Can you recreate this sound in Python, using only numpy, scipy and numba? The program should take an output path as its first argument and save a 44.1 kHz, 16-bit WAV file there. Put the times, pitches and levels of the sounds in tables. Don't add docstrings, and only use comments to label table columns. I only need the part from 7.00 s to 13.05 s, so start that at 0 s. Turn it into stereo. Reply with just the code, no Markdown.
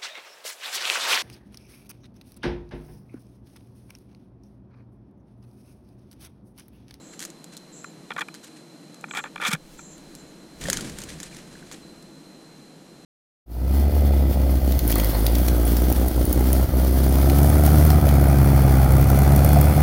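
import sys
import numpy as np
from scipy import signal
from scipy.fft import rfft, irfft
from scipy.io import wavfile
from scipy.ndimage import uniform_filter1d
from numba import njit

SR = 44100
rng = np.random.default_rng(int(sys.argv[2]) if len(sys.argv) > 2 else 0)


def put_to_file(sound):
    columns = np.atleast_2d(sound).T
    safe = np.clip(columns, -1, 1)
    whole_steps = np.round(safe * 32767)
    wavfile.write(sys.argv[1], SR, whole_steps.astype(np.int16))


N = 266760

# f/Hz, base width/Hz, gain/dB
PORT_MODES = [(4800, 1500, -10), (7000, 1400, 0), (9300, 2200, -7), (12500, 2500, -14)]
# f/Hz, width/Hz, gain/dB
DISH_MODES = [(1640, 670, 29), (2250, 520, -16), (3190, 450, 28)]
# t/s, level/dB, dish knock/dB re crack, seed scatter/dB re crack
PECKS = [(0.193, -19.5, -13, -17), (0.2036, -22, -8, -13), (0.215, -24.5, -14, -16), (0.22, -27, -12, -14),
         (0.2256, -21, -8.5, -10), (0.2315, -29, -14, -12), (0.238, -23, -8, -11),
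         (0.2506, -14, -14.5, -15), (0.3018, -29, -14, -15), (0.4427, -25.5, -17, -20),
         (0.5365, -36, -10, -15), (0.5678, -23, -19, -15), (0.575, -27, -21, -18), (1.1368, -33, -15, -18),
         (1.191, -30, -12, -15), (1.1945, -25, -10, -15), (1.342, -25.5, -9, -26), (1.348, -26, -9, -20),
         (1.4438, -30, -16, -14), (1.9438, -32, -13, -15), (2.0106, -33.5, -22, -18), (2.98, -37, -10, -15),
         (3.151, -26.5, -23, -16), (3.612, -25.5, -8, -12), (3.6387, -19.5, -9, -10),
         (3.6582, -27, -2, -12), (3.6704, -26, -3, -12), (3.6847, -21, -2, -8), (3.7001, -5, -8.5, -14),
         (3.7301, -6, -10.5, -10), (3.771, -12.5, -9, -14), (3.8082, -20.5, -11, -5), (3.897, -26, -9, -10),
         (3.9863, -17, -10, -10), (4.0032, -28, -9, -11), (4.0174, -23, -13, -11), (4.037, -22.5, -18, -9),
         (4.1022, -31, 1, -15), (4.2017, -21, -8.5, -15), (4.2306, -22.5, -7, -7), (4.346, -33, -6, -15),
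         (4.3675, -30.5, -6, -8), (4.7142, -29.5, -2.5, -10), (4.7236, -24.5, -18, -14),
         (4.728, -26.5, -20, -10), (5.025, -37, -13, -11)]

def pecks(rise_s=.0003, decay_s=.0006, scatter_s=.0059, blow_s=.0014, pan_spread_db=2):
    out, t = np.zeros((2, N)), np.arange(2200) / SR
    for s, db, knock_db, scatter_db in PECKS + stray_seeds():
        pan_db = pan_spread_db * rng.standard_normal()
        decay = np.exp(-t / decay_s) + undb(scatter_db) * np.exp(-t / scatter_s)
        crack = rng.standard_normal((2, len(t))) * (1 - np.exp(-t / rise_s)) * decay
        shades_db = 2 * rng.standard_normal(len(PORT_MODES))
        bright = sum(undb(mode_db + shade_db) * ring(ring(crack, hz, 8.8 * width), hz, 1.22 * width)
                     for (hz, width, mode_db), shade_db in zip(PORT_MODES, shades_db))
        blow = rng.standard_normal((2, len(t))) * np.exp(-t / blow_s)
        blow = blow + .47 * blow[::-1]
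        knock = sum(undb(mode_db) * ring(blow, hz, width) for hz, width, mode_db in DISH_MODES)
        click = .5 * (bright / peak(bright[0]) + undb(knock_db) * knock / peak(knock[0]))
        add(out, s, click * undb(db + np.array([[pan_db], [-pan_db]]) / 2))
    return out


def stray_seeds(gap_s=.025, boost_db=1.5, spread_db=3, knock_db=-2.5, scatter_db=-15):
    times = np.arange(0, N / SR - .1, gap_s)
    times += gap_s * rng.random(len(times))
    rustle_db = 20 * np.log10(seed_motion()[(times * SR).astype(int)])
    levels_db = rustle_db + boost_db + spread_db * rng.standard_normal(len(times))
    return [(s, db, knock_db, scatter_db) for s, db in zip(times, levels_db)]


# f/Hz, base width/Hz, side/dB, mid/dB
HOUSING_MODES = [(177, 75, -19, -38), (559, 270, -11, -17), (862, 270, -2, -11), (1212, 154, 4, -4.5),
                 (1380, 165, -9, -4.5), (1726, 175, -12, -7.5), (2360, 165, -9, -6), (3344, 320, -36, -14)]

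def feather_touch(s, db, rise_ms, fall_ms, scratch_db, tilt_db_oct, side_db=10):
    lead_s = .015
    t = np.arange(1800) / SR - lead_s
    envelope = .5 ** np.where(t < 0, (1000 * t / rise_ms) ** 2, (1000 * abs(t) / fall_ms) ** 1.5)
    slips = grains(1.04, size=(4, len(t))) * envelope
    push = slips[:2] + .39 * slips[0]
    detunes = 1 + .015 * rng.standard_normal(len(HOUSING_MODES))
    spots_db = 1.6 * rng.standard_normal(len(HOUSING_MODES))
    modes = np.zeros_like(push)
    for (hz, width, mode_side_db, mode_mid_db), detune, spot_db in zip(HOUSING_MODES, detunes, spots_db):
        tilt_db = tilt_db_oct * np.log2(max(hz / 1300, 1))
        gain = undb(tilt_db) * undb([[mode_side_db + spot_db / 2], [mode_mid_db + spot_db]])
        band = detune * hz, 1.25 * width
        modes += gain * ring(ring(push, *band), *band)
    side, mid = modes
    body = stereo(mid / peak(mid), undb(side_db) * side / peak(side))
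    scratch = sum(undb(mode_db) * ring(ring(slips[2:], hz, 7.8 * width), hz, 7.8 * width)
                  for hz, width, mode_db in PORT_MODES)
    scratch = np.sqrt(2) * scratch / peak(scratch[0])
    return s - lead_s, undb(db) * (body + undb(scratch_db) * scratch)


# t/s, mid level/dB, scratch/dB re level, fall/ms, upper-mode tilt/(dB/oct)
FEATHER_TAPS = [(0.8427, -32.5, -11, 1.6, -7.5), (1.105, -27, -30, 1.25, -5),
                (1.115, -30.5, -22.5, 3.7, -3), (1.163, -28.5, -18, 2, -2), (1.284, -33.5, -10, 1.5, 1),
                (2.0398, -26.5, -32, 0.8, -4), (2.0826, -47, -20, 2.4, -6), (2.1097, -29, -15.5, 0.64, -2),
                (2.136, -32, -25, 1.8, -6), (2.2392, -28.5, -16, 1.3, -5), (2.359, -28.5, -14.5, 1.04, 0.5),
                (2.377, -35.5, -24, 2.7, 0), (2.399, -29, -21, 2.47, 0), (2.414, -27.5, -10, 3, 4),
                (2.4242, -27, -15, 2.4, 1), (2.5475, -24, -10, 3.18, -1), (2.561, -44, -3, 1.9, 0),
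                (2.7886, -37, -30, 5.3, -3.5)]

def feather_taps():
    out = np.zeros((2, N))
    for s, db, scratch_db, fall_ms, tilt_db_oct in FEATHER_TAPS:
        rise_ms = .45 * fall_ms
        add(out, *feather_touch(s + rise_ms / 1000, db, rise_ms, fall_ms, scratch_db, tilt_db_oct))
    return out


# t/s, mid level/dB, scratch/dB re level, upper-mode tilt/(dB/oct)
FEATHER_SCRAPES = [
    [(1.179, -30.5, -12, 0), (1.185, -25, -25, -7), (1.192, -37, -22, -5), (1.202, -40, -19, -7)],
    [(1.209, -25, -10.5, 1), (1.217, -24, -14, -5), (1.226, -44, -31, -6)],
    [(2.149, -28, -9, 1), (2.16, -31, -14, 1), (2.175, -26.5, -8, -1), (2.198, -31, -17, 2.5),
     (2.208, -44, -20, -5)],
    [(2.246, -50, -16, -3), (2.25, -40, -15, -3), (2.256, -36.5, -30, -5), (2.276, -47, -14, -3),
     (2.28, -58, -10, -3)],
    [(2.405, -35, -13, 1), (2.43, -31, -12, 2), (2.437, -26, -11, 2), (2.443, -29, -12, 3),
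     (2.448, -20.5, -11.5, 6), (2.462, -19, -11.5, 7), (2.483, -23, 2.5, 0), (2.501, -38, -9, 2)],
    [(2.503, -33.5, -4, 3), (2.516, -24.5, -3, 2), (2.524, -25.5, -15, 1), (2.53, -17.5, -3.5, 4),
     (2.537, -18.5, 4.5, 4), (2.544, -37, -22, -2)],
]

def feather_scrapes(gap_s=.005, rise_ms=1.48, fall_ms=3.5, spread_db=3):
    out = np.zeros((2, N))
    for scrape in FEATHER_SCRAPES:
        times, *columns = np.transpose(scrape)
        delays_s = .5 * gap_s * rng.random(40)
        offsets_db = spread_db * rng.uniform(-1, 1, 40)
        for k, s in enumerate(np.arange(times[0], times[-1], gap_s)):
            s += delays_s[k]
            db, scratch_db, tilt_db_oct = (np.interp(s, times, column) for column in columns)
            add(out, *feather_touch(s, db + offsets_db[k], rise_ms, fall_ms, scratch_db, tilt_db_oct))
    return out


# t/s, f/Hz, mid/dB, side/dB
SHORT_TONES = [(2.484, 209, -17, -21), (2.53, 158, -10, -9), (3.655, 1750, -24, -41), (3.685, 540, -16.5, -30),
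               (3.788, 1400, -29, -26), (3.843, 2220, -43, -35), (4.327, 2340, -39, -32),
               (4.553, 1750, -39, -43), (4.626, 1710, -40.5, -38)]

def short_tones(base_t60_s=.027, extra_cycles=6.6):
    out, t = np.zeros((2, N)), np.arange(6000) / SR
    for s, hz, mid_db, side_db in SHORT_TONES:
        t60_s = base_t60_s + extra_cycles / hz
        jitter_rad = hz / 2000 * walk(350)[:len(t)]
        onset = 1 - np.exp(-(2 * hz * t) ** 2)
        tone = np.sin(2 * np.pi * hz * t + jitter_rad) * onset * 1000 ** (-t / t60_s)
        add(out, s, stereo(undb(mid_db) * tone, -undb(side_db) * tone))
    return out


# t/s, rustle/dB, wing rumble/dB
TAKE_OFF_LEVELS = [(3.602, -51, -43), (3.612, -37.5, -38.5), (3.65, -38, -35), (3.69, -33.5, -31),
                   (3.715, -36.5, -33), (3.735, -30, -36), (3.77, -34.5, -36), (3.8, -39.5, -35),
                   (3.82, -36.5, -34.5), (3.86, -39, -35), (3.96, -44, -43.5), (4.02, -44, -40),
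                   (4.07, -46.5, -41), (4.2, -48.5, -45.5), (4.45, -52, -47.5), (4.7, -53.5, -49.5),
                   (4.9, -85, -73)]

def wing_beats():
    mid, side = (level(ring(ring(rng.standard_normal(N), 113, 220), 114, 284), 0) for _ in range(2))
    return undb(curve(TAKE_OFF_LEVELS, column=2)) * stereo(mid, .17 * side)


# t/s, level/dB, t60/s
SEED_SHIFTS = [(0.128, -44, .15), (0.2, -37.5, 0.31), (.52, -44.5, .24), (1.35, -44.5, 0.26),
               (1.429, -44, 0.43), (1.56, -45.5, 0.21), (4.085, -42, 0.36), (4.232, -45.5, 0.33),
               (4.362, -44.5, 0.24), (4.714, -43.5, 0.37)]

def seed_motion(rise_s=.0027):
    gain, t = undb(curve(TAKE_OFF_LEVELS, column=1)), np.arange(SR // 2) / SR
    for s, db, t60_s in SEED_SHIFTS:
        add(gain, s, undb(db) * (1 - np.exp(-t / rise_s)) * 1000 ** (-t / t60_s))
    return gain


# f/Hz, relative density/dB
RUSTLE_SPECTRUM = [(350, -6.5), (600, -13), (1200, -4.5), (1600, 1.5), (2400, -0.5), (4700, -3),
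                   (7000, -1.5), (9000, -1.5), (13500, -14), (15000, -22), (16000, -50)]

def rustle():
    patches = undb(1.3 * walk(120) + .6 * walk(25))
    swish = [coloured(RUSTLE_SPECTRUM, grains(2.8, size=N) * patches) for _ in range(2)]
    return seed_motion() * np.array(swish)


# t/s, length/s, level/dB, top f/Hz
BIRD_NOTES = [(0, 0.23, -45.5, 7860), (0.716, 0.22, -43, 7810), (2.083, 0.215, -40.5, 7900),
              (2.769, 0.25, -40.5, 7690), (3.162, 0.08, -50, 7700), (3.25, 0.084, -55, 7340)]

def small_bird(warble_hz=244, depth_scale_hz=1660, echo_decay_s=.0095):
    song = np.zeros(N)
    for s, length_s, db, top_hz in BIRD_NOTES:
        t = np.arange(int(length_s * SR)) / SR
        arch = np.sin(np.pi * (t / length_s) ** .5)
        cycles = np.cumsum(warble_hz * (1 + .3 * walk(300)[:len(t)])) / SR
        dip = (.5 - .5 * np.cos(2 * np.pi * cycles)) ** 1.8
        edge_hz = top_hz - 300 * (1 - arch) - 300 * t / length_s
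        depth_hz = depth_scale_hz * (.45 + .42 * arch + .1 * walk(200)[:len(t)])
        envelope = undb(db - 2.8 * dip + 1.5 * walk(350)[:len(t)]) * arch ** 1.1
        add(song, s, envelope * np.sin(2 * np.pi * np.cumsum(edge_hz - depth_hz * dip) / SR))
    t = np.arange(SR // 4) / SR
    fences = rng.standard_normal((2, len(t))) * np.exp(-t / echo_decay_s)
    fences /= np.sqrt((fences ** 2).sum(axis=1, keepdims=True))
    return np.array([signal.fftconvolve(song, echo)[:N] for echo in fences])


# f/Hz, relative density/dB
TOWN_MID_SPECTRUM = [(90, -38), (115, -17.5), (160, 0), (250, -5.5), (310, -2), (339, -3), (368, -10.5),
                     (460, -10), (1020, -20.5), (2300, -25.5), (4800, -28), (7500, -27), (12100, -31),
                     (14300, -39), (15300, -62), (16000, -85)]
TOWN_SIDE_SPECTRUM = [(53, -54), (90, -24), (125, -6.5), (172, -0.5), (737, -3.5), (3150, -21.5),
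                      (4000, -28), (6160, -21.5), (8350, -19), (13500, -29), (14500, -38), (15300, -62),
                      (16000, -85)]

def town(mid_db=-47, side_db=-47.5):
    swell = undb(.4 * walk(2.86))
    mid = level(coloured(TOWN_MID_SPECTRUM, rng.standard_normal(N)), mid_db)
    side = level(coloured(TOWN_SIDE_SPECTRUM, rng.standard_normal(N)), side_db)
    return swell * stereo(mid, side)


# f/Hz, mid rms/dB
WHINE_PARTIALS = [(4000, -70.5), (4075, -63.5), (4135, -67.5), (4195, -70)]

def whine():
    t = np.arange(N) / SR
    tones = sum(np.sqrt(2) * undb(db + 1.8 * walk(40)) * np.sin(2 * np.pi * (hz * t + .09 * walk(30)))
                for hz, db in WHINE_PARTIALS)
    return stereo(tones, .5 * tones)


# t/s, rumble/dB, flutter/dB
WIND_LEVELS = [(0.0, -69, -73), (1.45, -77, -80), (1.77, -87, -89), (2.41, -66, -69), (2.71, -46, -69),
               (2.75, -45, -66), (2.88, -64, -60), (3.17, -54, -68), (3.22, -64, -63), (3.5, -66, -69),
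               (3.64, -39, -42), (3.79, -47, -51), (4.23, -56, -53), (4.24, -58, -59), (5.79, -73, -74),
               (6.05, -78, -74)]
# f/Hz, relative density/dB
WIND_SPECTRA = [
    [(10, -3), (30, 0), (45, -3), (62, -30)],
    [(40, -25), (52, 0), (70, -1), (95, -8), (125, -50)],
]

def wind():
    out = np.zeros((2, N))
    for column, spectrum in enumerate(WIND_SPECTRA, start=1):
        mid, side = (coloured(spectrum, rng.standard_normal(N)) for _ in range(2))
        out += undb(curve(WIND_LEVELS, column)) * stereo(mid, .22 * side)
    return out


def undb(db):
    return 10 ** (np.asarray(db) / 20)


def level(x, rms_db):
    return x * undb(rms_db) / np.sqrt(np.mean(x ** 2))


def peak(x):
    return np.sqrt(uniform_filter1d(x ** 2, size=100).max())


def stereo(mid, side):
    return np.array([mid + side, mid - side])


def add(out, s, x):
    start = max(int(s * SR), 0)
    n = min(x.shape[-1], N - start)
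    out[..., start:start + n] += x[..., :n]


def curve(table, column):
    rows = np.array(table)
    return np.interp(np.arange(N) / SR, rows[:, 0], rows[:, column], -120, -120)


def coloured(spectrum, x):
    hz, db = np.transpose(spectrum)
    log_hz = np.log(np.arange(N // 2 + 1) * SR / N + 1)
    gain = undb(np.interp(log_hz, np.log(hz), db))
    return level(irfft(rfft(x) * gain, N), 0)


def ring(x, hz, width_hz):
    return signal.lfilter(*signal.iirpeak(hz, hz / width_hz, SR), x)


def walk(rate_hz):
    hold = int(SR / rate_hz)
    steps = rng.standard_normal(N // 100)[np.arange(N) // hold]
    return 2.1 * uniform_filter1d(uniform_filter1d(steps, hold), hold)


def grains(spread_db, size):
    return rng.standard_normal(size) * undb(spread_db * np.minimum(rng.exponential(size=size), 5))


@njit
def follow(x, attack, release):
    envelope, out = 0., np.empty(len(x))
    for i in range(len(x)):
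        envelope += (x[i] - envelope) * (attack if x[i] > envelope else release)
        out[i] = envelope
    return out


def scene():
    low_cut = signal.butter(6, 125, "high", fs=SR, output="sos")
    doves = feather_taps() + feather_scrapes() + pecks() + short_tones() + rustle() + wing_beats()
    return signal.sosfilt(low_cut, doves) + small_bird() + town() + whine() + wind()


def record(dry, threshold_db=-22, ratio=3.2, attack_s=.13, release_s=.71, cutoff_hz=16300):
    heard = dry + np.array([[-.15], [.15]]) * ring(dry, 9300, 3600) - .5 * ring(dry, 13500, 8900)
    heard = signal.sosfilt(signal.butter(4, 14600, fs=SR, output="sos"), heard)
    envelope = follow(np.abs(heard).max(axis=0), 1 / (attack_s * SR), 1 / (release_s * SR))
    gain = np.minimum(undb(threshold_db) / (envelope + 1e-9), 1) ** (1 - 1 / ratio)
    top_cut = signal.ellip(10, .2, 90, cutoff_hz, fs=SR, output="sos")
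    return signal.sosfilt(top_cut, heard * gain)


dry = scene()
out = record(dry)
put_to_file(out)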